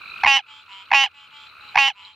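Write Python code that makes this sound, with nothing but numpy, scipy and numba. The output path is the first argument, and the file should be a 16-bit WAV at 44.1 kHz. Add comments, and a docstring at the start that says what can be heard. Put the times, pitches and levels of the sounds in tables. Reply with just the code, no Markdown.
"""A wetland at night, with a distant chorus of rattling frogs.
At 0.25 s a tree frog croaks from a branch close by: a few pops, an even pulse train through
the throat and the swelling vocal sac, then slackening pulses and a falling squeak.
The background dips at each near croak and creeps back, like a recorder's automatic gain.
From 0.46 s other tree frogs answer from farther off; the near one croaks again at 0.92 and 1.76 s."""
import sys
import numpy as np
from scipy import signal
from scipy.fft import rfft, irfft, next_fast_len
from scipy.io import wavfile
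from scipy.ndimage import uniform_filter1d, minimum_filter1d
from numba import njit

SR = 44100
rng = np.random.default_rng(int(sys.argv[2]) if len(sys.argv) > 2 else 0)


def int16_out(signal):
    """Quantize to a 16-bit WAV file."""
    q = np.round(np.clip(np.atleast_2d(signal).T, -1, 1) * 32767)
    wavfile.write(sys.argv[1], SR, q.astype(np.int16))


N = 94815
TIME = np.arange(N) / SR

# near croaks: main_pop_s, slack_after_s, level_db, pitch_hz, lead_in_db
NEAR_CROAKS = [(0.2485, 0.12, -3, 271.4, -1.5), (.9185, 0.12, -3.4, 271.7, -23.5),
               (1.7591, 0.12, -4.26, 271.2, -20.5)]


def near_frog():
    """Pops, pulse train, slack pulses and squeak, all through the same throat."""
    # opening pops: after_main_pop_s, level_db
    opening_pops = [(0, 0.5), (0.0127, -3.5), (0.0187, 6.5)]
    # voice colour: freq_hz, gain_db
    near_eq = [(100, -9.5), (270, -11.5), (520, -16), (760, -2.5), (1100, 14), (1700, 4.5), (2900, 2),
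               (3500, -5), (4300, -10), (5200, -4), (5900, -10), (7100, -18.5), (8200, -34.5), (9200, -26),
               (10300, -28.5), (13300, -31.5), (16000, -33)]
    # direction: freq_hz, left_minus_right_db
    balance = [(800, -2.1), (1500, 0), (2800, -4), (4500, -1.5), (6000, -8), (9000, 4.5)]
    lead_in_s, squeak_after_s, rasp_db, scatter_db = .0105, .023, -38, -28
    voice = 0
    for start_s, slack_after_s, level_db, pitch_hz, lead_in_db in NEAR_CROAKS:
        slack_s = start_s + slack_after_s
        train = pulse_train(start_s, slack_after_s, pitch_hz)
        soft = squeak(slack_s + squeak_after_s) + pop(start_s - lead_in_s, lead_in_db)
        soft += sum(pop(start_s + after_s, db) for after_s, db in opening_pops)
        source = train + slack(slack_s) + lowpass(soft, 4300)
        rasp_envelope = signal.lfilter([1], [1, -.96], np.abs(source) + 1e-18)
        source += from_db(rasp_db) * rasp_envelope * rng.standard_normal(N)
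        croak = throat(source, start_s, low_hz=764, low_db=20.5, sac_hz=3010)
        voice += from_db(level_db) * (croak + overtones(source, start_s))
    voice = colour(voice, near_eq)
    ears = np.array([colour(voice, [(hz, side * db / 2) for hz, db in balance]) for side in (1, -1)])
    return ears + from_db(scatter_db) * foliage(voice)


def pop(end_s, peak_db, swing_hz=902.5, growth_db=3):
    """Four growing swings of the cords that stop at once."""
    swings_left = np.arange(4)
    times_s = end_s - swings_left / swing_hz * rng.uniform(.84, 1.08)
    return pulses(times_s, peak_db - growth_db * swings_left)


def pulse_train(main_pop_s, slack_after_s, pitch_hz):
    """The cords beat evenly, starting a little sharp and settling on pitch."""
    # pulse strength: after_main_pop_s, level_db
    effort = [(.026, 3.5), (.045, 0.5), (.1, -0.5), (.125, -2.5)]
    delay_s, sharp_hz, settle_s, jitter_periods = .0262, 9, .03, .003
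    rate_hz = pitch_hz + sharp_hz * np.exp(-TIME / settle_s)
    times_s = cycle_times(main_pop_s + delay_s, slack_after_s - delay_s - .5 / pitch_hz, rate_hz)
    times_s += jitter_periods / pitch_hz * rng.standard_normal(N)[:len(times_s)]
    return pulses(times_s, curve(effort, times_s - main_pop_s))


def slack(start_s, count=5, rate_hz=200.9, loss_db=3, pair_gap_s=.001004):
    """As the pressure drops the pulses come slower, in fading weak-strong pairs."""
    pair = np.arange(count)
    times_s = start_s + pair / rate_hz + rng.normal(0, .00008, count)
    level_db = -1.5 - loss_db * pair + rng.normal(0, 1, count)
    return pulses(times_s, level_db - 3.5) + pulses(times_s + pair_gap_s, level_db)


def squeak(start_s, length_s=.023, top_hz=857, fall_hz=340, fade_db=29.5):
    """The cords ring on freely, falling in pitch as they fade."""
    pitch_hz = top_hz - fall_hz * np.minimum(TIME / length_s, 1) ** 2
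    times_s = cycle_times(start_s, length_s, pitch_hz)
    return pulses(times_s, -10 - fade_db * (times_s - start_s) / length_s)


def throat(source, start_s, low_hz, low_db, sac_hz):
    """A fixed low resonance and two upper ones that rise as the vocal sac fills."""
    rise_hz, rise_s, mid_ratio = 900, .043, .76
    age_s = np.maximum(TIME - start_s, 0)
    upper_hz = sac_hz - rise_hz * np.exp(-age_s / rise_s)
    small_sac_db = 9.5 * np.exp(-age_s / .044)
    low = resonate(source * from_db(low_db + small_sac_db), low_hz, width_hz=100)
    mid = from_db(11) * glide(source, mid_ratio * upper_hz, width_hz=340)
    sac = from_db(26) * glide(source, upper_hz, width_hz=250)
    return low + mid + sac


def overtones(source, start_s, flicker_db=4, waver_ratio=.025):
    """High throat resonances ring between the pulses, drifting and wavering."""
    # throat modes: start_hz, glide_hz_per_s, width_hz, level_db
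    modes = [(3710, -17.5, 600, 10), (4480, -1000, 120, 12), (5634, 1488, 190, 14), (6704, 1003, 290, 11.5),
             (7970, -1500, 160, 17), (9150, -3000, 87, 11), (12046, -9000, 300, 8),
             (14090, -16000, 440, 7.5)]
    age_s = np.clip(TIME - start_s, 0, .2)
    ring = 0
    for start_hz, glide_hz_per_s, width_hz, level_db in modes:
        gain = from_db(level_db + flicker_db * wander())
        centre_hz = (start_hz + glide_hz_per_s * age_s) * (1 + waver_ratio * wander())
        ring += gain * glide(source, centre_hz, width_hz)
    return ring


def thumps(decay_s=.027, cutoff_hz=265):
    """A faint dull thump under the opening pops, stronger with a louder lead-in."""
    envelope = sum(from_db(.5 * lead_in_db) * (TIME > start_s) * np.exp(-np.abs(TIME - start_s) / decay_s)
                   for start_s, *_, lead_in_db in NEAR_CROAKS)
    return from_db(-34.5) * envelope * rms_one(lowpass(wide_noise(), cutoff_hz))


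def far_frogs():
    """Answering croaks: soft-edged pulse trains through the throat, scattered by foliage."""
    # answers: start_s, length_s, pitch_hz, level_db, low_hz, sac_hz, roughness (0-1)
    answers = [(.46, 0.18, 286, -29, 960, 3390, 0.07), (0.671, 0.18, 193, -25, 1016, 3180, 0.1),
               (1.125, .165, 281.1, -33, 950, 3100, 0.03), (1.305, 0.19, 286.8, -29.5, 950, 3390, .06),
               (1.59, 0.18, 277, -35, 820, 2987, 0.13), (1.944, 0.1806, 195.5, -29.5, 1040, 3210, .15),
               (1.97, 0.19, 285.3, -37, 830, 3060, 0.08)]
    # voice colour: freq_hz, gain_db
    far_eq = [(300, -21), (650, -23.5), (880, -3.5), (1800, 0.5), (3000, -2.5), (4000, -11), (5000, -8.5),
              (6200, -19.5), (7400, -3.5), (8600, -27.5), (11000, -36), (16000, -54)]
    attack_s, release_s, sag_ratio, scatter_db = .0503, .047, .0219, -7
    voice = 0
    for start_s, length_s, pitch_hz, level_db, low_hz, sac_hz, roughness in answers:
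        rate_hz = pitch_hz * (1 + sag_ratio * np.exp(-2 * TIME / length_s))
        times_s = cycle_times(start_s, length_s, rate_hz)
        jitter, shimmer = roughness * rng.standard_normal((200, 2))[:len(times_s)].T
        source = pulses(times_s + .12 / pitch_hz * jitter, level_db + 10 * shimmer)
        attack = np.clip((TIME - start_s) / attack_s, 0, 1)
        release = np.clip((start_s + length_s - TIME) / release_s, 0, 1)
        voice += throat(source * attack * release, start_s, low_hz, low_db=22, sac_hz=sac_hz)
    voice = colour(voice, far_eq)
    return voice + from_db(scatter_db) * foliage(voice)


def chorus(whine_hz=14835):
    """Rattles, ticks and a thin whine over a blur of frogs, ducked at each near croak."""
    # blur of the farthest frogs and night air: freq_hz, gain_db
    murmur_eq = [(25, -33), (60, -14), (88, -8), (140, -13), (300, -16), (750, -17), (1000, -9.5),
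                 (1350, 2), (1850, -18), (2500, 4), (3300, -17), (4100, -6), (5200, -31), (8000, -34),
                 (11000, -36.5), (16000, -54.5)]
    # dips and slow recoveries, like a recorder's automatic gain: time_s, gain_db
    gain_ducking = [(0, -4), (.23, 0.5), (.42, -20), (.5, -13.5), (.66, -12), (.89, -9), (1.1, -16.5),
                    (1.25, -12), (1.5, -8.5), (1.73, -4), (1.94, -19), (2.04, -11), (2.15, -19)]
    murmur = from_db(-41) * rms_one(colour(wide_noise(), murmur_eq))
    whine = from_db(-68.5) * np.sin(2 * np.pi * whine_hz * TIME)
    return (murmur + rattles() + ticks() + whine) * from_db(curve(gain_ducking, TIME))


def rattles(sharpness=2.4):
    """Distant rattling frogs: evenly pulsed bands of noise."""
    # calls: first_pulse_s, end_s, rate_hz, centre_hz, width_hz, level_db
    calls = [(0.0187, 0.52, 49, 2514, 130, -38.5), (.015, 0.55, 40, 1337, 250, -44.5),
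             (0.18, 1.5, 31, 2800, 880, -45.5), (0.4, 1.7, 71, 1340, 210, -45)]
    out = 0
    for first_s, end_s, rate_hz, centre_hz, width_hz, level_db in calls:
        gate = rms_one(np.exp(sharpness * np.cos(2 * np.pi * rate_hz * (TIME - first_s))))
        band = resonate(resonate(wide_noise(), centre_hz, width_hz), centre_hz, width_hz)
        running_rms = np.sqrt(uniform_filter1d(np.mean(band ** 2, axis=0), size=300) + 1e-20)
        calling = (TIME > first_s - .5 / rate_hz) * (TIME < end_s)
        out += from_db(level_db) * gate * calling * band / running_rms
    return out


def ticks(mean_per_s=30, centre_hz=3970, width_hz=310):
    """Random ringing ticks, scattered by foliage."""
    clicks = (rng.random(N) < mean_per_s / SR) * from_db(rng.normal(0, 5.9, N))
    ring = resonate(resonate(clicks, centre_hz, width_hz), centre_hz, width_hz)
    return from_db(-47) * rms_one(ring + 1.2 * foliage(ring))


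def drone():
    """A faint steady low drone."""
    return from_db(-76.5) * rms_one(resonate(wide_noise(), centre_hz=84, width_hz=19))


def foliage(x, t60_s=.09):
    """Short diffuse scatter from leaves and water, different in each ear."""
    time_s = TIME[:SR // 4]
    tail = rng.standard_normal((2, len(time_s))) * from_db(-60 * time_s / t60_s) * (time_s > .002)
    return signal.fftconvolve(x[None], tail / np.sqrt(np.sum(tail[0] ** 2)), axes=1)[:, :N]


def cycle_times(start_s, length_s, rate_hz):
    """Pulse times of an oscillator; rate_hz runs from its start."""
    cycles = np.cumsum(rate_hz) / SR
    count = int(np.interp(length_s, TIME, cycles)) + 1
    return start_s + np.interp(np.arange(count), cycles, TIME)


def pulses(times_s, level_db):
    """Windowed-sinc pulses placed between samples."""
    out, position = np.zeros(N), times_s[:, None] * SR
    taps = np.floor(position).astype(int) + np.arange(-7, 9)
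    offset = taps - position
    shape = np.sinc(offset) * np.sinc(offset / 8)
    np.add.at(out, np.clip(taps, 0, N - 1), shape * from_db(level_db)[:, None])
    return out


def resonate(x, centre_hz, width_hz):
    """Fixed resonance, unit peak gain."""
    radius = np.exp(-np.pi * width_hz / SR)
    zeros = np.array([1, 0, -1]) * (1 - radius ** 2) / 2
    poles = [1, -2 * radius * np.cos(2 * np.pi * centre_hz / SR), radius ** 2]
    denormal_guard = 1e-18 * (-1) ** (np.arange(N) // 2)
    return signal.lfilter(zeros, poles, x + denormal_guard)


@njit
def glide(x, centre_hz, width_hz):
    """Resonance with a moving centre."""
    radius = np.exp(-np.pi * width_hz / SR)
    out, state = np.zeros(len(x)), 0j
    for i in range(len(x)):
        state = state * radius * np.exp(2j * np.pi * centre_hz[i] / SR) + x[i] + 1e-18
        out[i] = (1 - radius) * (2 * state.real - x[i])
    return out


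def colour(x, eq):
    """Minimum-phase filter through rows of freq_hz, gain_db."""
    size = 2 * next_fast_len(N // 2 + 4096)
    freq_hz, gain_db = np.transpose(eq)
    bin_hz = np.arange(size // 2 + 1) * SR / size
    bin_db = np.interp(np.log(bin_hz + 1), np.log(freq_hz), gain_db)
    cepstrum = irfft(np.log(from_db(bin_db)))
    cepstrum[1:size // 2] *= 2
    cepstrum[size // 2 + 1:] = 0
    return irfft(rfft(x, size) * np.exp(rfft(cepstrum)))[..., :N]


def lowpass(x, cutoff_hz):
    """Two-pole low-pass."""
    return signal.sosfilt(signal.butter(2, cutoff_hz, fs=SR, output="sos"), x + 1e-18)


def wide_noise(side_gain=.38):
    """Stereo noise, partly alike in both ears."""
    mid, side = rng.standard_normal((2, N))
    return mid + side_gain * side * np.array([[1], [-1]])


def wander(step_s=.03):
    """Straight lines between random values."""
    knots_s = np.arange(0, TIME[-1] + step_s, step_s)
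    return np.interp(TIME, knots_s, rng.standard_normal(len(knots_s)))


def curve(rows, time_s):
    """Straight lines through a table."""
    return np.interp(time_s, *np.transpose(rows))


def from_db(db):
    """Decibels to gain."""
    return 10 ** (np.asarray(db) / 20)


def rms_one(x):
    """Scale to unit rms."""
    return x / np.sqrt(np.mean(x ** 2) + 1e-20)


def scene():
    """The near frog in front of its neighbours and the chorus."""
    return near_frog() + thumps() + far_frogs() + chorus() + drone()


def record(dry):
    """Quick peak limiter, then a steep treble cut."""
    ceiling, window_samples, cutoff_hz = .88, 161, 16200
    gain = np.minimum(1, ceiling / (np.abs(dry).max(axis=0) + 1e-9))
    gain = uniform_filter1d(minimum_filter1d(gain, window_samples), window_samples)
    return signal.sosfilt(signal.ellip(10, .1, 80, cutoff_hz, fs=SR, output="sos"), dry * gain)


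dry = scene()
out = record(dry)
int16_out(out)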